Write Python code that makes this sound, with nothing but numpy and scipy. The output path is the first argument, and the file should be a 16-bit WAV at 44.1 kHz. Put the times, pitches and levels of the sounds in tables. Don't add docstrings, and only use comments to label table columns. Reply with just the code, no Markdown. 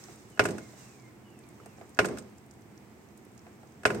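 import sys
import numpy as np
from scipy import signal
from scipy.fft import rfft, irfft
from scipy.io import wavfile
from scipy.ndimage import uniform_filter1d

SR = 44100
rng = np.random.default_rng(int(sys.argv[2]) if len(sys.argv) > 2 else 0)


def dump(signal):
    limited = np.clip(np.atleast_2d(signal).T, -1, 1)
    pcm = np.round(limited * 32767).astype(np.int16)
    wavfile.write(sys.argv[1], SR, pcm)


N = 176400

# start_s, ring_gain_db, shudder_gain_db
CLUNKS = [(0.3932, 0, -5), (1.9888, -0.5, -4.5), (3.8524, -1, -5)]


def amp(db):
    return 10 ** (np.asarray(db) / 20)


def along(table, hz, column=1):
    table = np.array(table, float)
    return np.interp(np.log(np.maximum(hz, 1)), np.log(table[:, 0]), table[:, column])


def add(out, start_s, sound):
    i = max(int(start_s * SR), 0)
    out[:, i:i + sound.shape[1]] += sound[:, :max(N - i, 0)]


def noise(gain, size, bass_width=0.25, widening_hz=2220):
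    hz = np.fft.rfftfreq(size, 1 / SR)
    mid, side = rfft(rng.standard_normal((2, size)))
    width = np.clip(bass_width + hz / widening_hz, 0, 1)
    left_right = np.array([mid + width * side, mid - width * side])
    x = irfft(gain(hz) * left_right / np.hypot(1, width), size)
    return x / np.sqrt(np.mean(x ** 2))


def coloured(spectrum):
    return noise(lambda hz: amp(along(spectrum, hz)), N)


def waver(rate_hz):
    step = max(int(SR / rate_hz), 1)
    return uniform_filter1d(np.repeat(rng.standard_normal(N // step + 1), step), step)[:N]


def swell(t, rise_s, t60_s):
    env = (1 - np.exp(-(t / rise_s) ** 2)) * np.exp(-np.log(1000) * t / t60_s)
    return env / env.max()


def burst(bands, rise_s):
    t, out = np.arange(SR // 2) / SR, 0
    for hz in 1000 * 2 ** (np.arange(-10, 13) / 3):
        if hz > bands[0][0] / np.sqrt(2):
            env = swell(t, rise_s + .5 / hz, along(bands, hz, column=2))
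            band = env * noise(lambda f: np.exp(-(6 * (f / hz - 1)) ** 2), len(t))
            out = out + band * amp(along(bands, hz)) * np.sqrt(np.mean(env ** 2) / np.mean(band ** 2))
    return out


def background():
    # frequency_hz, relative_density_db
    rumble_spectrum = [(25, -33), (50, -17), (65, -11), (114, -5), (175, -8), (212, -3), (256, -8),
                       (344, -6.5), (416, -10), (520, -16.5), (610, -18.5), (700, -15.5), (1440, -23.5),
                       (2220, -24), (3820, -37.5), (6000, -41.5), (8360, -37), (9070, -40.5), (16000, -39)]
    hiss_spectrum = [(2000, 2), (3100, -6), (3900, -3.5), (4600, -7.5), (6200, -1.5), (8000, -0.5),
                     (10000, -11.5), (16000, -11.5)]
    # pitch_hz, level_db
    tones = [(123.8, -61), (209.9, -60)]
    # time_s, level_db
    hiss_contour = [(0, -55.5), (.18, -57.5), (.3, -64.5), (.6, -59), (.85, -57), (1.15, -72), (1.75, -66),
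                    (2.4, -72.5), (4, -69)]
    out = amp(-52.5 + .6 * waver(5.84)) * coloured(rumble_spectrum)
    for hz, db in tones:
        env = amp(db + 3.5 * waver(5.15))
        pitch_hz = hz * (1 + .03 * waver(25))
        out += env * np.sin(2 * np.pi * np.cumsum(pitch_hz) / SR)
    hiss_db = np.interp(np.arange(N) / SR, *np.array(hiss_contour).T) + 1.3 * waver(50)
    return out + amp(hiss_db) * coloured(hiss_spectrum)


def tick(hz, relative_bandwidth=0.21):
    t = np.arange(SR // 10) / SR
    grain = noise(lambda f: 1 / np.hypot(1, ((f + 1) / hz - hz / (f + 1)) / relative_bandwidth), len(t))
    return amp(-52.5) * swell(t, rise_s=0.00034, t60_s=0.024) * grain


def ticks():
    # start_s, resonance_hz, gain_db
    clicks = [(0.038, 6150, 8), (.158, 9000, -1), (.301, 9000, -0.5), (1.389, 8600, -2), (1.437, 4100, -7),
              (1.488, 8800, -2), (1.659, 8400, 4), (1.8923, 8700, -2), (1.9465, 6100, -0.5),
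              (2.382, 7000, -2.5), (2.51, 7000, 0.5), (2.7763, 6030, -4), (3.175, 9400, 0),
              (3.25, 9800, -2.5), (3.377, 6900, 1)]
    out = np.zeros((2, N))
    for start_s, hz, db in clicks:
        add(out, start_s, amp(db) * tick(hz))
    return out


def grit(count=36):
    out = np.zeros((2, N))
    for when, colour, faintness in rng.random((count, 3)):
        gain_db = -11 - 2.2 * np.log(faintness + 0.041)
        add(out, when * N / SR, amp(gain_db) * tick(5500 + 4500 * colour))
    return out


def taps():
    # start_s, pitch_hz, gain_db
    contacts = [(.084, 724, -1.5), (.733, 640, -5), (1.599, 1290, -4.5), (1.660, 726, 1),
                (1.783, 720, -3.5), (1.811, 678, 3), (3.466, 703, -1), (3.631, 735, -3.5)]
    # frequency_hz, third_octave_peak_db, t60_s
    tap_bands = [(500, -56, 0.16), (864, -62.5, 0.15), (1370, -62.5, 0.15), (2000, -57.5, 0.028),
                 (3280, -65.5, 0.013), (5000, -78, 0.043), (9000, -78, 0.034)]
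    out, t = np.zeros((2, N)), np.arange(SR // 2) / SR
    env = amp(-43.5) * swell(t, rise_s=0.0013, t60_s=0.036)
    for start_s, hz, db in contacts:
        hollow = env * np.sin(2 * np.pi * hz * t)
        add(out, start_s, amp(db) * (hollow + burst(tap_bands, rise_s=0.00075)))
    return out


def bird(echo_db=-3):
    # start_s, length_s, start_hz, end_hz, level_db
    whistles = [(.32, .06, 2970, 2930, -65), (.605, .075, 2140, 2080, -61), (.72, .4, 2880, 2100, -66.5),
                (1.21, .33, 3000, 2170, -69.5), (1.61, .19, 2980, 2350, -70)]
    out, t = np.zeros((2, N)), np.arange(SR // 2) / SR
    for start_s, length_s, start_hz, end_hz, db in whistles:
        size = int(length_s * SR)
        progress = np.linspace(0, 1, size)
        glide_hz = start_hz + (end_hz - start_hz) * np.sin(np.pi * progress / 2) ** 2
        pitch_hz = glide_hz * (1 + .028 * waver(130)[:size])
        fade = np.clip(np.minimum(progress, 1 - progress) / .1, 0, 1)
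        env = fade * amp(db + 3 * waver(45)[:size])
        add(out, start_s, np.tile(env * np.sin(2 * np.pi * np.cumsum(pitch_hz) / SR), (2, 1)))
    walls = rng.standard_normal((2, len(t))) * swell(t, rise_s=.005, t60_s=.3)
    echo = signal.fftconvolve(out, walls / np.linalg.norm(walls[0]), axes=1)[:, :N]
    return out + amp(echo_db) * echo


def linkage_ring(out_of_step_hz=3040):
    # frequency_hz, third_octave_peak_db, t60_s
    crack = [(101, -46, 0.18), (250, -28.5, 0.025), (500, -28, 0.11), (915, -24, 0.048), (1420, -23, 0.015),
             (2010, -26, 0.077), (2700, -28.5, 0.11), (3400, -29, 0.051), (4400, -41, 0.091),
             (7360, -34.5, 0.047), (10400, -42, 0.082), (16000, -51, .035)]
    after_ring = [(197, -50, 0.31), (560, -43, 0.5), (1610, -39, 0.13), (3050, -62, 0.84),
                  (7300, -57.5, 0.7), (16000, -67, .45)]
    # pitch_hz, level_db, rise_s, t60_s, left_minus_right_db
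    modes = [(115, -34.5, 0.0053, 0.23, 5), (421.5, -19.5, 0.02, 0.055, 1.5),
             (625.5, -19.5, 0.0065, 0.06, 5), (693, -25, 0.0025, 0.038, 19),
             (1110, -26.5, 0.0028, 0.042, -3), (1236, -18, 0.0013, 0.02, 10),
             (1431, -15.5, 0.0015, 0.062, -1.5), (1530, -22.5, 0.0035, .055, 9),
             (1683, -19.5, 0.00054, 0.03, -20.5), (1927, -30, 0.00033, 0.057, 15.5),
             (2140, -28.5, 0.0013, 0.08, -9), (2318, -36, 0.00041, 0.13, -8),
             (2581, -16.5, 0.0015, 0.029, 3), (2834, -31.5, 0.00069, 0.092, -8),
             (5018, -39, 0.0034, 0.022, -11), (5730, -43, .002, .07, -8), (8550, -55, 0.0012, 0.26, 11)]
    t, sides = np.arange(SR // 2) / SR, np.array([[.5], [-.5]])
    out = burst(crack, rise_s=0.00027) + burst(after_ring, rise_s=0.011)
    angles = rng.uniform(-np.pi, np.pi, (len(modes), 2))
    for (hz, db, rise_s, t60_s, pan_db), (phase, lag) in zip(modes, angles):
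        port_phase = sides * lag * min(hz / out_of_step_hz, 1)
        wave = np.sin(2 * np.pi * hz * t + phase + port_phase)
        out = out + amp(db + sides * pan_db) * swell(t, rise_s, t60_s) * wave
    return out


def rattles(ring, soft_contact_hz=2400):
    # start_s, ring_gain_db, scrape_gain_db
    contacts = [(.374, -30.5, -32), (.438, -48, -8), (0.4528, -11, -6.5), (.456, -35, -6),
                (0.486, -24, -12), (0.507, -41, -11.5), (0.581, -27, -16), (1.971, -33.5, -28),
                (2.0455, -14, -11), (2.055, -31, -4.5), (2.085, -28, -16), (2.172, -28.5, -18),
                (2.184, -40, -10.5), (3.833, -30, -22), (3.861, -20, -3), (3.9025, -13.5, -14),
                (3.946, -28, -14)]
    # frequency_hz, third_octave_peak_db, t60_s
    scrape = [(1500, -43, 0.033), (3500, -44, 0.037), (5500, -43, 0.06), (8000, -35.5, 0.066),
              (11100, -41, .035), (16000, -47, .03)]
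    out = np.zeros((2, N))
    dull_ring = signal.lfilter(*signal.butter(1, soft_contact_hz, fs=SR), ring)
    for start_s, ring_db, scrape_db in contacts:
        add(out, start_s, amp(ring_db) * dull_ring + amp(scrape_db) * burst(scrape, rise_s=0.00035))
    return out


def clunks(ring):
    out = np.zeros((2, N))
    for start_s, db, _ in CLUNKS:
        add(out, start_s, amp(db) * ring)
    return out


def shudder(rise_s=0.037, fall_after_s=0.13, fall_db_per_s=134):
    # frequency_hz, relative_density_db
    body_spectrum = [(45, -45), (80, -5), (120, -2), (150, -6.5), (205, 4.5), (255, -2), (320, 1),
                     (355, 1.5), (410, 2.5), (460, -8), (510, -1), (560, -13), (640, -6.5), (760, -16),
                     (900, -17), (2000, -23.5), (5000, -50)]
    env = np.zeros(N)
    for start_s, _, db in CLUNKS:
        age_s = np.arange(N) / SR - start_s
        fall_db = fall_db_per_s * np.maximum(age_s - fall_after_s, 0)
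        env += np.clip(age_s / rise_s, 0, 1) * amp(db - fall_db)
    return amp(-28.5) * env * coloured(body_spectrum)


def scene():
    ring = linkage_ring()
    motorcycle = clunks(ring) + rattles(ring) + shudder() + taps() + ticks() + grit()
    return motorcycle + bird() + background()


def record(dry, ceiling=0.6, low_cut_hz=56, top_hz=16000):
    # frequency_hz, left_db, right_db
    response = [(2980, -2, 0), (4200, 1, 1.5), (4970, 0.5, 6), (8000, -2.5, 3), (8300, 4, 2.5),
                (8100, 12.5, -16.5), (9000, -1, -13), (10900, 0, -1), (16000, -1.5, -1)]
    hz = np.fft.rfftfreq(2 * N, 1 / SR)
    cepstrum = irfft(np.log(amp([along(response, hz, column=1), along(response, hz, column=2)])))
    causal_window = np.r_[1, np.full(N - 1, 2), 1, np.zeros(N - 1)]
    ports = np.exp(rfft(cepstrum * causal_window))
    x = irfft(rfft(dry, 2 * N) * ports)[:, :N]
    x = ceiling * np.tanh(x / ceiling)
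    x = signal.sosfilt(signal.butter(6, low_cut_hz, "high", fs=SR, output="sos"), x)
    return signal.sosfilt(signal.ellip(10, .2, 70, top_hz, fs=SR, output="sos"), x)


dry = scene()
out = record(dry)
dump(out)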